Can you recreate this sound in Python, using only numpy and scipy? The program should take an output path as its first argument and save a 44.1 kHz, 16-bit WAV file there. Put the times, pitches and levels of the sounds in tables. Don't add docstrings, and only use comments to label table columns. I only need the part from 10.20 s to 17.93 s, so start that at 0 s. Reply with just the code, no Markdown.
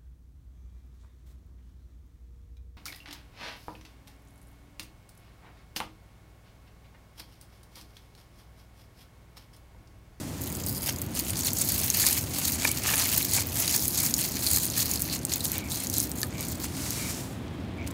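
import sys
import numpy as np
from scipy import signal
from scipy.fft import rfft, irfft
from scipy.io import wavfile
from scipy.ndimage import uniform_filter1d

SR = 44100
rng = np.random.default_rng(int(sys.argv[2]) if len(sys.argv) > 2 else 0)


def put_to_file(sound):
    columns = np.atleast_2d(sound).T
    safe = np.clip(columns, -1, 1)
    whole_steps = np.round(safe * 32767)
    wavfile.write(sys.argv[1], SR, whole_steps.astype(np.int16))


N = 340893


def from_db(db):
    return 10 ** (np.asarray(db) / 20)


def rms_one(x):
    return x / np.sqrt(np.mean(x ** 2) + 1e-20)


def peak_one(x):
    return x / abs(x).max()


def in_time(rows):
    times, *columns = np.transpose(rows)
    return [np.interp(np.arange(N) / SR, times, column) for column in columns]


def at_hz(spectrum, hz):
    points_hz, db = np.transpose(spectrum)
    return np.interp(np.log(hz), np.log(points_hz), db)


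def drift(rate_hz):
    r = np.exp(-2 * np.pi * rate_hz * 20 / SR)
    slow = signal.lfilter([1], [1, -2 * r, r * r], rng.standard_normal(N // 20 + 2002))[2000:]
    return np.interp(np.arange(N) / 20, np.arange(len(slow)), rms_one(slow))


def coloured_noise(spectrum):
    hz = np.maximum(np.fft.rfftfreq(N, 1 / SR), 1)
    return rms_one(irfft(rfft(rng.standard_normal(N)) * from_db(at_hz(spectrum, hz)), N))


def band(x, low_hz, high_hz):
    return signal.sosfilt(signal.butter(2, [low_hz, high_hz], "band", fs=SR, output="sos"), x)


def resonator(hz, width_hz):
    r = np.exp(-np.pi * width_hz / SR)
    return (1 - r * r) / 2 * np.array([1, 0, -1]), [1, -2 * r * np.cos(2 * np.pi * hz / SR), r * r]


def resonance(x, hz, width_hz):
    return signal.lfilter(*resonator(hz, width_hz), x)


def gliding_resonance(x, hz, width_hz):
    out, state = np.zeros(N), np.zeros(2)
    for i in range(0, N, 256):
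        out[i:i + 256], state = signal.lfilter(*resonator(hz[i], width_hz), x[i:i + 256], zi=state)
    return out


def fading(kicks, t60):
    return signal.lfilter([1], [1, -from_db(-60 / (SR * t60))], kicks + 1e-18)


def gate(start_s, length_s, ramp_s):
    t = np.arange(N) / SR
    return np.clip(np.minimum(t - start_s, start_s + length_s - t) / ramp_s, 0, 1)


# (frequency [Hz], relative level [dB])
AIR_SPECTRUM = [(15, -61), (25, -37), (76, 0), (200, -7.5), (248, -6), (284, -7), (371, -13.5),
                (425, -18.5), (604, -19), (1360, -28), (2390, -30.5), (3050, -33), (3300, -31.5),
                (3680, -33.5), (15800, -74)]


def air_rumble(level_db):
    return from_db(level_db) * coloured_noise(AIR_SPECTRUM)


# (time [s], level [dB])
SLEEVE_LEVELS = [(0, -42.5), (.2, -48), (.5, -82), (6.4, -58), (6.6, -36.5), (6.9, -35.5), (7.05, -44),
                 (7.2, -59.5), (7.73, -71)]
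# (frequency [Hz], relative level [dB])
SLEEVE_SPECTRUM = [(1470, -15.5), (2500, -15), (3330, -17), (3970, -12), (7190, -9), (15800, -16)]


def sleeve_swish():
    level_db = in_time(SLEEVE_LEVELS)[0] + 1.1 * drift(25)
    return from_db(level_db) * coloured_noise(SLEEVE_SPECTRUM)


# (time [s], length [s], level [dB])
RASP_BURSTS = [(0.621, 0.13, -64), (2.406, 0.15, -43), (3.771, 0.13, -44.5), (4.693, 0.089, -56),
               (5.303, 0.21, -48), (6.113, 0.154, -49.5), (6.743, 0.18, -45), (7.569, 0.096, -46)]


def rasps(hz, width_hz, pulses_per_s):
    envelope = sum(from_db(db) * gate(s, length_s, ramp_s=0.034) for s, length_s, db in RASP_BURSTS)
    cycles = np.cumsum(pulses_per_s * (1 + .15 * drift(31.2))) / SR
    throb = 1 + 0.44 * np.sin(2 * np.pi * cycles)
    narrow = resonance(resonance(rng.standard_normal(N), hz, width_hz), hz, width_hz)
    return envelope * throb * rms_one(narrow)


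# (frequency [Hz], t60 [s])
TABLE_MODES = [(560, 0.014), (900, 0.018), (1230, 0.086), (1750, 0.028), (2340, 0.017)]
# (time [s], peak level [dB], favoured pitch [Hz], hollow body gain [dB])
TABLE_TAPS = [(0.689, -30, 650, -19), (1.838, -21, 2090, -24), (1.864, -24, 2597, -33),
              (2.45, -11, 2340, -8), (2.688, -20.5, 1780, -18), (2.736, -18.5, 2183, -5.5),
              (3.184, -23, 2570, -7), (3.547, -26, 2150, -22), (4.371, -26.5, 2077, -29.5),
              (4.575, -28, 1780, -22), (6.031, -22.5, 1740, -32), (6.441, -27.5, 688.3, -30)]


def table_taps():
    out, t = np.zeros(N + 4096), np.arange(4096) / SR
    for s, peak_db, pitch_hz, body_db in TABLE_TAPS:
        puff = rng.standard_normal(4096) * from_db(-60 * t / .02) * np.minimum(t / .002, 1)
        tap = from_db(-7.5) * peak_one(band(puff, 600, 2400))
        for hz, t60 in TABLE_MODES:
            strength = from_db(-40 * abs(np.log(hz / pitch_hz))) + from_db(body_db) * (hz < 1000)
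            envelope = from_db(-60 * t / t60) * np.minimum(t / 0.00092, 1)
            tap += strength * np.sin(2 * np.pi * hz * t) * envelope
        start = round(s * SR)
        out[start:start + 4096] += from_db(peak_db) * peak_one(tap)
    return out[:N]


def table_scrape(start_s, length_s, level_db, catches_per_s):
    catches = rng.standard_normal(N) * (rng.random(N) < catches_per_s / SR) + 1e-18
    buzz = sum(resonance(catches, hz, width_hz=9.8 / t60) for hz, t60 in TABLE_MODES[1:])
    return from_db(level_db) * gate(start_s, length_s, ramp_s=0.032) * rms_one(buzz)


# (time of full push [s], hold [s], level [dB], low share [dB], top share [dB])
FINGER_SQUEEZES = [(0.232, 0.0092, -41, -12, 0), (0.29, 0.0047, -41, -5.5, 3), (0.351, 0.0, -41.5, -14, 4),
                   (0.405, 0.0, -38, -14, -1), (0.49, 0.011, -35.5, -15, 4.5), (0.55, 0.034, -41.5, -14, 4),
                   (0.679, 0.015, -31.5, -6.5, 1), (0.782, 0.049, -46.5, -9, 4),
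                   (0.972, 0.032, -33, -10, -1), (1.063, 0.077, -36, -11, 0), (1.194, 0, -30, -13.5, -1),
                   (1.262, 0.019, -29.5, -11, -1.5), (1.402, 0.014, -27.5, -15, -1.5),
                   (1.489, 0.011, -26.5, -17.5, -3.5), (1.501, 0.18, -31.5, -10.5, 1.5),
                   (1.761, 0.15, -28, -10.5, 0.5), (1.961, 0.016, -28.5, -10.5, 0),
                   (2.159, 0.093, -34, -8.5, 0.5), (2.263, 0.083, -32, -12.5, 0),
                   (2.42, 0.055, -29.5, -8.5, -2.5), (2.574, 0.0, -30, -10.5, -2),
                   (2.664, 0.079, -29.5, -7.5, 0), (2.785, 0.21, -28.5, -9, -0.5),
                   (3.032, 0.15, -33.5, -14, 0), (3.153, 0.043, -28.5, -8.5, -3),
                   (3.382, 0.12, -30.5, -9, 0.5), (3.546, 0.0091, -25, -14, 0),
                   (3.636, 0.036, -30.5, -16.5, 1.5), (3.699, 0.073, -36.5, -23.5, 1.5),
                   (3.768, 0.1, -28, -12, -2), (4.008, 0.034, -28, -11.5, 0),
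                   (4.165, 0.0094, -33.5, -11, -2), (4.25, 0.129, -30, -12.5, 0.5),
                   (4.439, 0.0068, -30.5, -15, 0), (4.58, 0.026, -26.5, -11, 0),
                   (4.684, 0.075, -32.5, -12, 0.5), (4.809, 0.062, -38, -10.5, 0),
                   (4.924, 0.023, -30.5, -13, -2.5), (5.112, 0.052, -33, -10.5, -2),
                   (5.253, 0.011, -34.5, -18, 2), (5.324, 0.049, -35.5, -6.5, -2),
                   (5.522, 0.12, -34.5, -12, -2), (5.736, 0.11, -33.5, -15.5, 0),
                   (5.99, 0.01, -39, -11.5, 3.5), (6.177, 0.042, -41, -4.5, -4),
                   (6.209, 0.12, -37.5, -14, -3), (6.442, 0.0, -32.5, -11.5, -5),
                   (6.567, 0.4, -42, -8.5, -7), (7.674, 0.014, -46.5, -3.5, -6.5)]
# (time [s], relative level [dB])
RESTING_TOUCH = [(0, -57.5), (2, -40), (4.3, -37), (5, -48), (6.5, -50), (7.25, -64), (7.73, -56.5)]


def finger_pressure(rise_db_per_s=221, fall_db_per_s=273):
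    t = np.arange(0, N + 64, 64) / SR
    s, hold_s, db, low_db, top_db = np.transpose(FINGER_SQUEEZES)[:, :, None]
    before_s, after_s = np.maximum(s - t, 0), np.maximum(t - s - hold_s, 0)
    power = from_db(2 * (db - rise_db_per_s * before_s - fall_db_per_s * after_s)) + 1e-30
    total = power.sum(axis=0)
    resting_power = from_db(2 * np.interp(t, *np.transpose(RESTING_TOUCH)))
    level_db = 10 * np.log10(total + resting_power)
    shares_db = [(power * share).sum(axis=0) / total for share in (low_db, top_db)]
    return in_time(np.transpose([t, level_db, *shares_db]))


# (time [s], lower ring [Hz], lower ring gain [dB], upper ring gain [dB])
SHEET_RINGS = [(0, 4900, -2, 9), (.35, 4900, 6, 7), (.62, 4920, 7.5, 3), (.75, 4600, 4, 4.5),
               (1.25, 4460, 0, 4.5), (1.9, 4500, 2, 5), (2.4, 4500, 3, 3.5), (3, 4300, 1.5, 3.5),
               (3.7, 4597, -0.5, 5.5), (4.2, 4150, 4, 3.5), (4.7, 4290, 5, 4.5), (5.2, 4308, 5, 5),
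               (5.7, 4100, 3.5, 2.5), (5.95, 4200, 5, 8), (6.2, 4245, 1.5, 5), (6.5, 4400, 3.5, -1),
               (7.1, 4380, 0, 3.5), (7.73, 4400, 3, 0)]


def folded_sheet(crackle, upper_hz=6570):
    lower_hz, lower_db, upper_db = in_time(SHEET_RINGS)
    lower = (from_db(lower_db) - 1) * gliding_resonance(crackle, lower_hz, width_hz=440)
    upper = (from_db(upper_db) - 1) * resonance(crackle, upper_hz, width_hz=550)
    return crackle + lower + upper


# (frequency [Hz], relative level [dB])
FOIL_SPECTRUM = [(530, -5), (900, -7), (1530, -8), (2350, -1), (3490, -4), (4030, 1.5), (5500, -1.5),
                 (6660, 0.5), (15100, 2), (15800, -5)]


def foil_crackle(firm_per_s, spread_db, colour_db, rise_s, t60, tail_t60, tail_db, hiss_db):
    level_db, low_db, top_db = finger_pressure()
    touch_db = level_db + 31
    creases_per_s = firm_per_s * from_db(3 * drift(60) + 0.4 * touch_db)
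    onsets = np.flatnonzero(rng.random(N) < creases_per_s / SR)
    size = np.zeros(N)
    size[onsets] = from_db(spread_db * np.minimum(rng.exponential(1, len(onsets)), 2.8))
    size /= np.sqrt(uniform_filter1d(size ** 2, size=2000) + 1e-4)
    log_pitch = rng.uniform(np.log(2500), np.log(16000), len(onsets))
    white, out = rng.standard_normal((2, N)), np.zeros(N)
    edges_hz = np.geomspace(600, 17000, 15)
    for k, (low_hz, high_hz) in enumerate(zip(edges_hz, edges_hz[1:])):
        hz, kicks = np.sqrt(low_hz * high_hz), np.zeros(N)
        off_pitch = np.minimum(abs(np.log(hz) - log_pitch), 1.2)
        scatter_db = colour_db * rng.standard_normal(len(onsets))
        kicks[onsets] = size[onsets] * from_db(-14 * off_pitch + scatter_db)
        stretch = (6000 / hz) ** .5
        bursts = rms_one(fading(fading(kicks, t60 * stretch), rise_s * np.log(1000)))
        shiver = from_db(tail_db) * rms_one(fading(kicks, tail_t60 * stretch))
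        hiss = from_db(hiss_db + 0.11 * touch_db)
        lowness = np.clip(np.log(4200 / hz) / 0.25, 0, 1)
        share_db = lowness * (low_db + 9.5) + top_db * (hz > 9000)
        share_db += 1.31 * drift(10.8)
        gain = from_db(at_hz(FOIL_SPECTRUM, hz) + share_db + level_db - 4.5)
        out += gain * band(white[k % 2] * (bursts + shiver + hiss), low_hz, high_hz)
    return out


# (time [s], relative level [dB], ring pitch [Hz], crack centre [Hz])
CREASE_SNAPS = [(0.2176, -23, 13700, 10800), (0.2387, -21, 14200, 13300), (0.3199, -23, 9800, 9100),
                (0.3516, -21, 7900, 9800), (0.4638, -15, 9600, 11100), (0.4867, -17, 13300, 11500),
                (0.5671, -20, 14300, 11800), (0.6212, -18, 10100, 11100), (0.6615, -16, 5100, 8100),
                (0.6964, -14, 6400, 7400), (0.7613, -24, 7400, 9500), (0.7863, -20, 7400, 9800),
                (0.8175, -14, 15200, 13400), (0.9513, -18, 14900, 10000), (0.9911, -16, 8200, 8200),
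                (1.0965, -17, 12300, 12300), (1.1052, -13, 9300, 9100), (1.192, -12, 13000, 10200),
                (1.2487, -13, 4500, 8600), (1.2701, -12, 4300, 7000), (1.318, -20, 4600, 6800),
                (1.3327, -12, 15100, 12300), (1.364, -18, 12000, 8600), (1.3689, -17, 7000, 6300),
                (1.3891, -13, 14200, 9800), (1.4146, -8, 9300, 8800), (1.4192, -11, 7900, 8600),
                (1.449, -14, 11700, 8700), (1.4885, -9, 11700, 8900), (1.6659, -14, 13800, 11400),
                (1.6741, -16, 12400, 10100), (1.702, -6, 6600, 7900), (1.7988, -12, 14500, 11700),
                (1.8597, -10, 14800, 8400), (1.8658, -4, 9000, 7900), (1.8864, -5, 11500, 10100),
                (2.1476, -19, 4400, 5500), (2.2822, -12, 3900, 7100), (2.3289, -15, 14800, 8700),
                (2.4908, -12, 8700, 9000), (2.5152, -9, 15300, 12600), (2.6367, -16, 5600, 6700),
                (2.7569, -11, 13000, 10400), (2.7802, -10, 8100, 9600), (2.9498, -9, 6800, 8100),
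                (2.9762, -9, 13900, 11500), (3.0218, -12, 11500, 9700), (3.0277, -12, 4000, 9000),
                (3.0503, -9, 13300, 9800), (3.1121, -14, 11600, 10400), (3.135, -9, 10900, 8900),
                (3.1655, -10, 7800, 7500), (3.3717, -15, 8200, 9500), (3.5118, -9, 7100, 8000),
                (3.6247, -14, 6400, 7700), (3.9401, -5, 6800, 6900), (3.9819, -10, 14900, 12100),
                (4.3348, -10, 4400, 8000), (4.3619, -7, 6800, 9300), (4.3733, -7, 15500, 11400),
                (4.4541, -12, 9800, 10400), (4.478, -16, 9900, 8900), (4.5011, -12, 7200, 9000),
                (4.6069, -9, 7100, 8400), (4.6578, -13, 13500, 11700), (4.7138, -10, 6900, 9400),
                (4.7366, -12, 6600, 8800), (4.8044, -16, 11800, 9600), (4.8206, -6, 14200, 12500),
                (5.0513, -8, 9100, 9700), (5.1281, -13, 6700, 7000), (5.1371, -8, 6800, 6000),
                (5.2066, -17, 4100, 5800), (5.2484, -13, 11100, 11000), (5.2544, -11, 4300, 6500),
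                (5.2679, -17, 13800, 10700), (5.2795, -17, 14300, 13100), (5.3181, -10, 12200, 8600),
                (5.3816, -12, 13600, 11500), (5.5186, -15, 4000, 5800), (5.524, -16, 14500, 13000),
                (5.5515, -15, 12400, 8500), (5.5588, -16, 6600, 7600), (5.6702, -15, 6800, 7300),
                (5.6994, -12, 6300, 8800), (5.74, -15, 6800, 8600), (5.7678, -14, 6800, 8600),
                (5.7827, -6, 12900, 11200), (5.8019, -5, 9600, 8800), (5.9164, -18, 8200, 8500),
                (6.0166, -14, 6300, 8000), (6.0312, -11, 4700, 6200), (6.2083, -17, 13600, 10200),
                (6.2857, -18, 9400, 9200), (6.443, -15, 6300, 7400), (6.568, -21, 9900, 9600),
                (6.7064, -13, 6700, 8600), (7.2812, -38, 4600, 4300), (7.6761, -23, 8200, 7500),
                (7.7116, -29, 7800, 7700)]


def crease_snaps(rise_s, t60, tail_t60, tail_db):
    out, t = np.zeros(N + 2048), np.arange(2048) / SR
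    decay = from_db(-60 * t / t60) + from_db(tail_db - 60 * t / tail_t60)
    envelope = np.minimum(t / rise_s, 1) * decay
    for s, level_db, ring_hz, crack_hz in CREASE_SNAPS:
        burst = rng.standard_normal(2048) * envelope
        ring = peak_one(resonance(burst, ring_hz, width_hz=0.059 * ring_hz))
        ring_db = -8 * abs(np.log(ring_hz / crack_hz))
        edges_hz = .5 * crack_hz, min(2.15 * crack_hz, 17000)
        crack = peak_one(band(band(burst, *edges_hz), *edges_hz))
        snap = peak_one(from_db(ring_db) * ring + from_db(4) * crack)
        start = round((s - rise_s) * SR)
        out[start:start + 2048] += from_db(level_db) * snap
    return out[:N]


def scene():
    crackle = foil_crackle(firm_per_s=600, spread_db=4.5, colour_db=5, rise_s=0.00042, t60=0.0056,
                           tail_t60=0.063, tail_db=-4, hiss_db=-3)
    foil = folded_sheet(crackle) + crease_snaps(rise_s=0.0003, t60=0.002, tail_t60=0.044, tail_db=-24.5)
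    table = table_taps() + table_scrape(start_s=2.63, length_s=0.22, level_db=-36, catches_per_s=360)
    behind = sleeve_swish() + rasps(hz=2280, width_hz=250, pulses_per_s=130) + air_rumble(level_db=-36)
    return (foil + table + behind)[None]


def record(dry):
    return signal.sosfilt(signal.cheby2(16, 60, 16200, fs=SR, output="sos"), dry)


dry = scene()
out = record(dry)
put_to_file(out)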